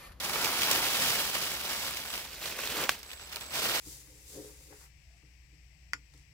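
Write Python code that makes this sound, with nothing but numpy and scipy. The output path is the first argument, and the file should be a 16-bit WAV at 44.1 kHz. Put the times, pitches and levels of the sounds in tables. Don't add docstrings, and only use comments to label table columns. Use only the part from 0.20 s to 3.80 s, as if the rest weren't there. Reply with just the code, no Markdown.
import sys
import numpy as np
from scipy import signal
from scipy.fft import rfft, irfft
from scipy.io import wavfile
from scipy.ndimage import uniform_filter1d

SR = 44100
rng = np.random.default_rng(int(sys.argv[2]) if len(sys.argv) > 2 else 0)


def to_wav(sig):
    pcm = np.clip(np.atleast_2d(sig), -1, 1) * 32767
    pcm = np.round(pcm).astype(np.int16)
    wavfile.write(sys.argv[1], SR, pcm.T)


N = 158760
TOP_HZ = 15600
PORT_LAG_S = .00013
LEAF_T60_S = .013


def undb(db):
    return 10 ** (np.asarray(db) / 20)


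def unit(x):
    return x / np.sqrt(np.mean(x ** 2))


def bins():
    return np.maximum(np.arange(N // 2 + 1) * SR / N, 1)


def gains(points):
    hz, db = np.array(points, float).T
    return undb(np.interp(np.log(bins()), np.log(hz), db))


def causal(gain):
    cepstrum = irfft(np.log(gain), N)
    cepstrum[1:N // 2] *= 2
    cepstrum[N // 2 + 1:] = 0
    return np.exp(rfft(cepstrum))


def colour(x, points):
    gain = gains(points)
    return irfft(rfft(x) * causal(gain / np.sqrt(np.mean(gain ** 2 * (bins() < TOP_HZ)))), N)


def whiten(x):
    spectrum = rfft(x)
    power = uniform_filter1d(np.mean(np.abs(spectrum) ** 2, axis=0), size=1500)
    return unit(irfft(spectrum * causal(power ** -.5), N))


def fade(t, t60):
    return (t >= 0) * np.exp(-np.log(1000) * np.maximum(t, 0) / t60)


def drift(rate_hz):
    return unit(irfft(rfft(rng.standard_normal(N)) / (1 + (bins() / rate_hz) ** 4), N))


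def low_cut(x, hz, order):
    return signal.sosfilt(signal.butter(order, hz, "high", fs=SR, output="sos"), x)


def ports(three, lag_s, in_phase_hz=800, alike_hz=2660):
    direct, scatter = rfft(three[0]), rfft(three[1:])
    share = .97 / (1 + (bins() / alike_hz) ** 2)
    lag = lag_s / (1 + (in_phase_hz / bins()) ** 2)
    delay = np.exp(1j * np.pi * bins() * lag * np.array([[1], [-1]]))
    return irfft(np.sqrt(share) * direct * delay + np.sqrt(1 - share) * scatter, N)


def crackle(per_s, t60, spread_db, q, count=12, size=768):
    age, out = np.arange(size) / SR, np.zeros((3, N))
    strength = undb(spread_db * np.minimum(rng.exponential(size=N), 4))
    clicks = (rng.random(N) < per_s / SR) * strength * rng.choice([-1, 1], N) / np.sqrt(per_s)
    which = rng.integers(count, size=N)
    for k in range(count):
        grain = rng.standard_normal((3, size)) * fade(age, t60 * 2 ** rng.uniform(-.91, 1))
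        ring_hz = 1100 * 13 ** ((k + rng.random()) / count)
        grain = unit(grain) + unit(signal.lfilter(*signal.iirpeak(ring_hz, q, fs=SR), grain))
        out += signal.oaconvolve((clicks * (which == k))[None], grain, axes=1)[:, :N]
    return whiten(out)


# frequency in Hz, relative level in dB.
RUMBLE_COLOUR = [(22, -29), (35, -11), (50, -3), (68, 1.5), (85, -11), (125, -14), (200, -27), (1000, -42),
                 (15000, -38)]
def rumble(level_db=-58, evenness=.6):
    sound = unit(colour(ports(rng.standard_normal((3, N)), lag_s=0), RUMBLE_COLOUR))
    power = uniform_filter1d(np.mean(sound ** 2, axis=0), size=3000)
    return undb(level_db) * unit(sound / power ** (evenness / 2))


# start in seconds, length in seconds, level in dB.
BUZZES = [(1.28, 0.092, -52), (1.53, 0.19, -52), (1.85, 0.092, -51.5), (2.828, 0.244, -55),
          (3.18, .16, -52.5)]
def insect(t, pitch_hz=7840, width_hz=370, stroke_hz=145):
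    band = 1 / (1 + ((bins() - pitch_hz) / (width_hz / 2)) ** 4)
    tone = unit(irfft(rfft(rng.standard_normal((2, N))) * band, N))
    phrases = sum(undb(db) * np.clip((t - start) / .045, 0, 1) * np.clip((start + span - t) / .006, 0, 1)
                  for start, span, db in BUZZES)
    return tone * phrases * (1 + .27 * np.sin(2 * np.pi * stroke_hz * t))


# peak time, rise and fall in seconds, level in dB.
PRESSES = [(.24, 0.12, 0.2, -39), (.55, 0.04, 0.086, -39.5), (2.625, 0.06, 0.033, -36),
           (3.52, 0.12, 0.13, -45)]
# frequency in Hz, relative level in dB.
PRESS_COLOUR = [(60, -26), (160, -9), (290, 5), (600, -0.5), (1100, 4.5), (2000, -0.5), (5000, -30),
                (15000, -44)]
def press(t):
    swell = sum(undb(db) * np.exp(-.5 * ((t - at) / np.where(t < at, rise, fall)) ** 2)
                for at, rise, fall, db in PRESSES)
    crunch = crackle(per_s=1100, t60=LEAF_T60_S, spread_db=1, q=1.1)
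    return colour(ports(crunch, lag_s=.00008), PRESS_COLOUR) * swell


# start in seconds, level in dB, lowest mode in Hz, T60 in seconds.
KNOCKS = [(.157, -32, 480, .045), (.246, -29, 470, .03), (.5132, -28, 560, .028), (1.151, -32, 590, .035),
          (2.389, -36, 560, .035), (2.436, -34, 560, .025), (2.639, -30, 520, .025),
          (3.1595, -43, 470, .04), (3.167, -41, 470, 0.037)]
# ratio to the lowest mode, relative level in dB.
BRANCH_MODES = [(1, -1.5), (1.95, -0.5), (2.7, -4.5), (4.8, -2)]
def branches(t, roughness=.35):
    out = np.zeros(N)
    for start, db, hz, t60 in KNOCKS:
        age = t - start
        ring = sum(undb(mode_db) * np.sin(2 * np.pi * hz * ratio * age)
                   for ratio, mode_db in BRANCH_MODES)
        out += undb(db) * fade(age, t60) * ring
    return low_cut(out * (1 + roughness * drift(310)), hz=380, order=3)


# mode frequency in Hz, relative level in dB, T60 in seconds.
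STICK_MODES = [(780, -27, .028), (1150, -19, .028), (1610, -15, .021), (2490, -23, .02),
               (3420, -19.5, .016), (5270, -23, .013), (7800, -29, 0.015), (13800, -21, .006)]
# frequency in Hz, relative level in dB.
WOOD_COLOUR = [(100, -27), (400, -7.5), (1200, 1.5), (2600, 6), (5200, 3.5), (7900, 0.5), (9200, -4),
               (14000, -1)]
def stick(t, start_s=2.693, push_s=.00008, gain_db=-5, right_db=2.5):
    age = t - start_s
    u = age / push_s
    push = 1.1 * np.exp(-u ** 2 / 2) - .48 * np.exp(-(u / 2.2 - .55) ** 2 / 2)
    push = low_cut(push, hz=330, order=1)
    ring = sum(undb(db) * np.cos(2 * np.pi * hz * age) * fade(age, t60) for hz, db, t60 in STICK_MODES)
    splinters, litter = undb(-15) * fade(age, .014), undb(-30) * fade(age, .22)
    debris = colour(ports(rng.standard_normal((3, N)) * (splinters + litter), lag_s=0), WOOD_COLOUR)
    pan = undb(np.array([[-1], [1]]) * right_db / 2)
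    return undb(gain_db) * ((push + ring) * pan + debris)


# start in seconds, relative level in dB, ring pitch in Hz,
# tilt in dB per octave, shaken leaves in dB relative to the crack.
TWIGS = [(.133, -26, 1430, 1, -9), (.157, -26, 930, -4, -12), (.2446, -18, 2700, 2, -11),
         (.257, -23, 2300, -2, -10), (.4178, -17.5, 3200, 1, -18), (.432, -19, 2900, 0, -15),
         (.5124, -12, 5070, 2.5, -11), (0.5273, -24, 2490, 0, -12), (.531, -22, 5500, 1, -12),
         (.769, -24, 3450, 0, -15), (.904, -24.5, 5220, -1, -15), (.955, -24, 9000, 2, -12),
         (1.151, -21, 1600, -1, -15), (1.736, -33, 2870, 0, -19), (1.77, -27, 6200, 0, -8),
         (1.902, -30, 3500, 0, -11), (1.977, -30, 3000, -.5, -11), (2.257, -29.5, 3860, 0, -7),
         (2.388, -28, 1600, -1.5, -14), (2.435, -25.5, 2340, -2.5, -17), (2.473, -25, 3860, -1, -16),
         (2.638, -25.5, 2540, 0, -12), (2.83, -34, 4900, -.5, -17), (2.903, -38, 2500, -1, -11),
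         (2.915, -37, 3310, -2, -14), (2.931, -34.5, 2400, -0.5, -13), (2.996, -40.5, 3600, -3, -6),
         (3.125, -34, 2350, -.5, -11), (3.131, -35, 3900, 0, -16), (3.1589, -24, 3900, 2.5, -24),
         (3.168, -32.5, 2750, -1, -18), (3.209, -35, 7800, 0, -8)]
def twigs(gain_db=-2, ring_db=-8.5, ring_q=8.1, tear_s=.0009, size=8192):
    age, out = np.arange(size) / SR, np.zeros((3, N + size))
    octaves = np.log2(np.clip(np.arange(size // 2 + 1) * SR / size, 500, TOP_HZ))
    for start, db, hz, tilt_db, shake_db in TWIGS:
        noise = rng.standard_normal((2, 3, size))
        crack, shake = unit(irfft(rfft(noise) * undb(tilt_db * octaves), size))
        ring = undb(ring_db) * unit(signal.lfilter(*signal.iirpeak(hz, ring_q, fs=SR), crack))
        snap = (crack + ring) * np.minimum(age / tear_s, 1) * fade(age, t60=.019)
        shaken = undb(shake_db) * shake * fade(age, t60=.13)
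        first = int(start * SR)
        out[:, first:first + size] += undb(db + gain_db) * (snap + shaken)
    return colour(ports(out[:, :N], PORT_LAG_S), WOOD_COLOUR)


def rustle(t, effort, tone, lag_s, surge_db, full_db=-30.5, scrape_share=.36, edge_s=.11):
    times, levels = np.array(effort).T
    db = np.interp(t, times, levels)
    active = np.clip(np.minimum(t - times[0], times[-1] - t) / edge_s + 1, 0, 1)
    density = undb(db - full_db)
    fractures = crackle(per_s=4200 * density, t60=LEAF_T60_S, spread_db=1.6, q=3.5)
    scrape = rng.standard_normal((3, N))
    leaves = np.sqrt(1 - scrape_share) * fractures + np.sqrt(scrape_share) * scrape
    ticks = undb(-13) * crackle(per_s=100 * np.sqrt(density), t60=.0075, spread_db=1.5, q=8)
    sound = colour(ports(leaves + ticks, lag_s), tone)
    body = irfft(rfft(sound) / (1 + (bins() / 280) ** 4), N)
    sound += body * (undb(.1 * (full_db - db)) - 1)
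    return sound * undb(db + surge_db * drift(29)) * active


# time in seconds, level in dB.
DRAG_EFFORT = [(0, -37), (0.07, -33), (0.11, -34.5), (0.2, -31.5), (0.36, -31), (0.48, -30.5), (0.55, -29),
               (0.7, -29), (0.84, -28.5), (0.969, -30), (1.11, -34), (1.22, -32.5), (1.38, -37), (1.5, -35),
               (1.629, -35), (1.84, -40.5), (1.91, -37.5), (1.99, -38.5), (2.06, -47)]
STEP_EFFORT = [(2.06, -47), (2.19, -44), (2.28, -37), (2.35, -41), (2.41, -38), (2.53, -36), (2.59, -35.5),
               (2.64, -33.5), (2.675, -39), (2.72, -40), (2.78, -52)]
REACH_EFFORT = [(2.78, -52.5), (2.87, -51), (2.92, -47.5), (2.97, -51.5), (3.01, -47.5), (3.07, -47),
                (3.14, -44), (3.195, -50), (3.22, -41.5), (3.29, -48.5), (3.325, -39.5), (3.35, -32.5),
                (3.43, -30), (3.52, -31), (3.6, -29.5)]
# frequency in Hz, relative level in dB.
DRAG_COLOUR = [(70, -10.5), (150, -2), (300, -3), (550, -1), (950, -0.5), (1300, -2), (2600, 3),
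               (5200, 0.5), (6600, -3.5), (7900, -4), (9000, -5.5), (14500, -5)]
STEP_COLOUR = [(70, -9), (150, -1), (300, -1.5), (550, 1.5), (950, -0.5), (1300, 0), (2600, 2), (5200, 0),
               (6600, -3.5), (7900, -2.5), (9000, -6), (14500, -5)]
REACH_COLOUR = [(70, -9.5), (150, -3), (300, -4), (550, 1), (950, 0.5), (1300, 1), (2600, 2.5), (5200, 0),
                (6600, -5.5), (7900, -4), (9000, -7.5), (14500, -6.5)]
def dead_leaves(t):
    drag = rustle(t, DRAG_EFFORT, DRAG_COLOUR, lag_s=PORT_LAG_S, surge_db=1.2)
    reach = rustle(t, REACH_EFFORT, REACH_COLOUR, lag_s=.00016, surge_db=1.57)
    step = rustle(t, STEP_EFFORT, STEP_COLOUR, lag_s=.00005, surge_db=1.43)
    return drag + step + reach


# frequency in Hz, left minus right in dB.
PORT_BALANCE = [(60, -1), (250, 1), (700, -1), (1300, -2.5), (2200, -2), (4400, -4), (7800, -3), (9000, 0),
                (12000, 3), (15000, 1.5)]
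def scene():
    t = np.arange(N) / SR
    pile = dead_leaves(t) + press(t) + twigs()
    balance = gains(PORT_BALANCE) ** np.array([[.5], [-.5]])
    return irfft(rfft(pile) * balance, N) + branches(t) + stick(t) + insect(t) + rumble()


def record(dry):
    top_cut = signal.ellip(10, .1, 80, TOP_HZ, fs=SR, output="sos")
    return signal.sosfilt(top_cut, low_cut(dry, hz=33, order=4))


dry = scene()
out = record(dry)
to_wav(out)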